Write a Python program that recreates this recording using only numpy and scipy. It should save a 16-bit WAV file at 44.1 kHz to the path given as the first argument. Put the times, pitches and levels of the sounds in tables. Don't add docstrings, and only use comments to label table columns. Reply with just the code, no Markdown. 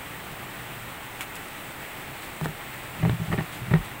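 import sys
import numpy as np
from scipy import signal
from scipy.io import wavfile
from scipy.ndimage import uniform_filter1d

SR = 44100
rng = np.random.default_rng(int(sys.argv[2]) if len(sys.argv) > 2 else 0)


def transcribe(signal):
    frames = np.atleast_2d(signal).T
    limited = np.clip(frames, -1, 1)
    pcm = np.round(limited * 32767).astype(np.int16)
    wavfile.write(sys.argv[1], SR, pcm)


N = 176400

# start_s, length_s, level_db, hiss_db
LID_SCRAPES = [(2.443, 0.016, -40, -37), (3.025, 0.015, -33.5, -58), (3.054, .016, -34, -62),
               (3.315, 0.031, -31.5, -43.5), (3.377, 0.031, -31.5, -62), (3.708, .016, -33.5, -60),
               (3.745, 0.026, -33.5, -60)]


def amp(db):
    return 10 ** (np.asarray(db) / 20)


def unit_rms(x):
    return x / np.sqrt(np.mean(x ** 2) + 1e-20)


def unit_energy(x):
    return x / np.linalg.norm(x)


def spectrum_db(points, hz):
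    point_hz, point_db = np.transpose(points)
    return np.interp(np.log(hz + 1), np.log(point_hz + 1), point_db)


def add(mix, start_s, sound):
    part = mix[max(round(start_s * SR), 0):][:len(sound)]
    part += sound[:len(part)]


def colour(x, points, size=2048):
    log_gain = np.log(amp(spectrum_db(points, abs(np.fft.fftfreq(size, 1 / SR)))))
    minimum_phase = np.exp(np.conj(signal.hilbert(log_gain)))
    taps = np.fft.ifft(minimum_phase).real[:size // 2]
    return signal.fftconvolve(x, unit_energy(taps))


def ring(modes):
    t = np.arange(SR // 2) / SR
    return sum(amp(db) * np.exp(-np.log(1000) * t / t60_s) * np.sin(2 * np.pi * hz * t)
               for hz, db, t60_s in modes)


def burst(t60_s):
    t = np.arange(SR // 2) / SR
    return rng.standard_normal(len(t)) * np.exp(-np.log(1000) * t / t60_s)


def rooftop_air():
    # frequency_hz, level_db
    air_eq = [(15,-43),(25,-9),(75,-8),(123,-4),(160,-3.5),(194,-8.5),(234,-10.5),(291,-5.5),(390,-9.5),(480,-11.5),(600,-9),(730,-9),(820,-6),(930,-9.5),(1300,-9),(1650,-10.5),(1920,-8),(2800,-13),(3600,-18),(4800,-26.5),(5800,-29),(7000,-27),(8200,-20.5),(9600,-26.5),(12300,-27),(14000,-22.5),(15600,-18.5)]
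    # time_s, gain_db
    treble_ride = [(0, 0.5), (1.1, 0.4), (1.45, 1), (1.75, 0.8), (2.8, 0.6), (3.2, 0), (4, -0.5)]
    level_db, patch_db, flicker_db, shelf_hz = -37.5, 0.52, 0.45, 4000
    frames, hz = N // 256 + 5, np.fft.rfftfreq(1024, 1 / SR)
    real, imag, patches = rng.standard_normal((3, frames, len(hz)))
    patches = uniform_filter1d(patches, size=12, axis=0)
    patches = unit_rms(uniform_filter1d(patches, size=24, axis=1))
    flicker = unit_rms(uniform_filter1d(rng.standard_normal(frames), size=8))[:, None]
    ride_db = np.interp(np.arange(frames) * 256 / SR, *np.transpose(treble_ride))[:, None]
    treble_db = ride_db * hz ** 2 / (hz ** 2 + shelf_hz ** 2)
    shape_db = spectrum_db(air_eq, hz) + patch_db * patches - flicker_db * flicker + treble_db
    spectra = (real + 1j * imag) * amp(shape_db)
    wash = signal.istft(spectra.T, nperseg=1024, noverlap=768)[1][:N]
    return amp(level_db) * unit_rms(wash)


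def distant_drone():
    # time_s, level_db
    swells = [(0, -72), (.3, -50.5), (.62, -48), (.85, -46.5), (1.0, -75), (2.4, -68), (2.7, -50.5),
              (4, -50)]
    pitch_hz, waver_hz = 123.7, 5.12
    waver = unit_rms(uniform_filter1d(rng.standard_normal(N), size=2500))
    tone = np.sin(2 * np.pi * np.cumsum(pitch_hz + waver_hz * waver) / SR)
    return amp(np.interp(np.arange(N) / SR, *np.transpose(swells))) * unit_rms(tone)


def friction_hiss():
    # start_s, length_s, level_db
    brushes = [(1.211, .028, -39), (1.363, .011, -39.5), (1.482, .008, -44), (2.217, 0.046, -41.5),
               (3.519, 0.081, -42.5), (3.841, .028, -43.5)]
    # frequency_hz, level_db
    grit_eq = [(200, -8), (1500, 9), (3300, 9), (5800, -5), (8200, 3.5), (10500, -4), (12500, -2),
               (15500, -7)]
    scrapes = [(start_s, length_s, hiss_db) for start_s, length_s, _, hiss_db in LID_SCRAPES]
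    out = np.zeros(N)
    for start_s, length_s, level_db in brushes + scrapes:
        progress = np.arange(0, 2 * length_s, 1 / SR) / length_s
        envelope = np.minimum(progress / 0.12, 1) * np.exp(-progress ** 2)
        hiss = colour(rng.standard_normal(len(envelope)) * envelope, grit_eq)
        add(out, start_s, amp(level_db) * hiss)
    return out


def click_and_ticks():
    # frequency_hz, level_db
    click_eq = [(100, -20), (700, -16), (1300, -2), (1750, -9), (2250, 0), (2900, -7), (3800, -18),
                (5700, -22), (8500, -14), (12000, -18), (15500, -17)]
    # pitch_hz, level_db, t60_s
    click_modes = [(2260, -19, .01), (2750, -23, 0.0084)]
    # start_s, level_db
    ticks = [(1.3553, -31.5), (1.3625, -38), (2.412, -37), (2.4580, -36)]
    # frequency_hz, level_db
    tick_eq = [(300, -8), (2000, -4), (4000, 1), (6000, -4), (8200, 3), (11500, -3), (13000, -12),
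               (16000, -14)]
    click_s = 1.2086
    out = np.zeros(N)
    snap = amp(-21) * burst(t60_s=0.0079)
    scatter = amp(-31.5) * burst(t60_s=0.14)
    add(out, click_s, colour(snap + scatter, click_eq))
    add(out, click_s, ring(click_modes))
    for start_s, level_db in ticks:
        add(out, start_s, amp(level_db) * colour(burst(t60_s=0.012), tick_eq))
    return out


def slips(length_s):
    slips_per_s, spread_db, fade_s = 1300, 1.5, 0.0016
    t = np.arange(0, length_s, 1 / SR)
    strength = amp(spread_db * rng.uniform(-1, 1, len(t))) * rng.choice([-1, 1], len(t))
    speed = rng.exponential(1, len(t) // 32 + 1).repeat(32)[:len(t)]
    slip_count = np.floor(np.cumsum(speed) * slips_per_s / SR)
    slipping = np.diff(slip_count, prepend=-1) > 0
    fade = np.clip(np.minimum(t, length_s - t) / fade_s, 0.1, 1)
    return unit_rms(slipping * strength * fade)


def rim_clacks_and_scrapes():
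    # start_s, level_db
    clacks = [(2.4123, -29), (2.4575, -23), (3.0512, -25), (3.0953, -27), (3.0961, -26.5), (3.3170, -36),
              (3.327, -27), (3.3361, -28), (3.3860, -28.5), (3.408, -30), (3.7373, -22.5), (3.7395, -20.5)]
    # pitch_hz, level_db, t60_s
    rim_modes = [(306, -13, 0.1), (391, -9, 0.08), (440, -10, 0.068), (642, -7.5, 0.049),
                 (810, -4.5, 0.026), (929, -10.5, 0.041), (1154, -10, 0.019), (1350, -16, 0.0087),
                 (1570, -11, 0.011), (1828, -2.5, 0.018), (2070, -32, 0.017), (3780, -19, 0.014)]
    # pitch_hz, level_db, t60_s
    crack_modes = [(1400, -13, 0.0036), (2000, 5, 0.0035)]
    # frequency_hz, level_db
    contact_eq = [(60, -18), (300, 2), (1200, -0.5), (2100, -6), (3200, -14), (5500, -27), (16000, -38)]
    clack_span_s = 0.004
    softness_hz = 3600
    out = np.zeros(N)
    rim, crack = unit_energy(ring(rim_modes)), unit_energy(ring(crack_modes))
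    for start_s, level_db in clacks:
        contact = unit_energy(colour(burst(t60_s=0.006), contact_eq)[:len(rim)])
        chatter = unit_energy(signal.fftconvolve(burst(t60_s=0.0068), rim)[:len(rim)])
        knock = rim + amp(3.5) * contact + amp(-12) * crack + amp(-0.5) * chatter
        add(out, start_s, amp(level_db) * np.sqrt(clack_span_s * SR) * unit_energy(knock))
    for start_s, length_s, level_db, _ in LID_SCRAPES:
        friction = slips(length_s)
        add(out, start_s, amp(level_db) * signal.fftconvolve(friction, rim))
        add(out, start_s, amp(level_db - 7.5) * colour(friction, contact_eq))
    return signal.sosfilt(signal.butter(2, softness_hz, fs=SR, output="sos"), out)


def bucket_booms():
    # start_s, level_db, flex_db
    pushes = [(2.414, -23.5, -35), (2.4275, -25, -23), (2.4590, -27.5, -21), (2.4858, -27, -16),
              (3.0000, -25, -10), (3.031, -21, 7), (3.0383, -17.5, -3), (3.056, -23, -13),
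              (3.0729, -15, -22), (3.094, -21.5, 10), (3.1270, -20.5, -5), (3.1971, -25, 2),
              (3.2146, -24, -6), (3.2800, -25.5, 0), (3.3000, -22.5, 1.5), (3.33, -21.5, 2),
              (3.384, -19, -11), (3.3979, -26, 2), (3.6150, -39, 16.5), (3.68, -30, 3), (3.712, -20.5, 9.5),
              (3.7364, -10.5, -24), (3.7490, -20, -4)]
    # pitch_hz, level_db, t60_s
    wall_modes = [(159.6, 3.5, 0.12), (262, -6, 0.033), (379, -16, 0.11)]
    # pitch_hz, level_db, t60_s
    flex_modes = [(120.5, -1.5, 0.15), (89, -27, 0.041)]
    # start_s, length_s, pitch_hz, level_db
    sways = [(3.087, 0.026, 60, -36), (3.32, 0.044, 71, -33), (3.701, 0.033, 75, -44),
             (3.749, 0.095, 44.3, -30.5)]
    # time_s, level_db
    sliding = [(2.93, -60), (3.00, -42), (3.08, -33), (3.17, -42), (3.26, -50), (3.40, -35), (3.47, -54),
               (3.581, -42.5), (3.78, -36), (3.87, -46), (3.97, -73)]
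    attack_s = 0.0049
    out, wall, flex = np.zeros(N), ring(wall_modes), ring(flex_modes)
    attack = np.sin(np.pi / 2 * np.minimum(np.arange(len(wall)) / SR / attack_s, 1)) ** 2
    for start_s, level_db, flex_db in pushes:
        add(out, start_s, amp(level_db) * attack * (wall + amp(flex_db) * flex))
    for start_s, length_s, pitch_hz, level_db in sways:
        t = np.arange(0, length_s, 1 / SR)
        swell = np.sin(np.pi * t / length_s)
        add(out, start_s, amp(level_db) * swell * np.sin(2 * np.pi * pitch_hz * (t - length_s / 2)))
    rumble = unit_rms(signal.fftconvolve(rng.standard_normal(N), attack * (wall + flex))[:N])
    rumble_db = np.interp(np.arange(N) / SR, *np.transpose(sliding), left=-100)
    return out + amp(rumble_db) * rumble


def scene():
    background = rooftop_air() + distant_drone()
    bucket = bucket_booms() + rim_clacks_and_scrapes() + friction_hiss() + click_and_ticks()
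    return (background + bucket)[None]


def record(dry):
    cutoff_hz = 15800
    lowpass = signal.firwin(801, cutoff_hz, window=("kaiser", 9), fs=SR)
    return signal.oaconvolve(dry, lowpass[None], "same")


dry = scene()
out = record(dry)
transcribe(out)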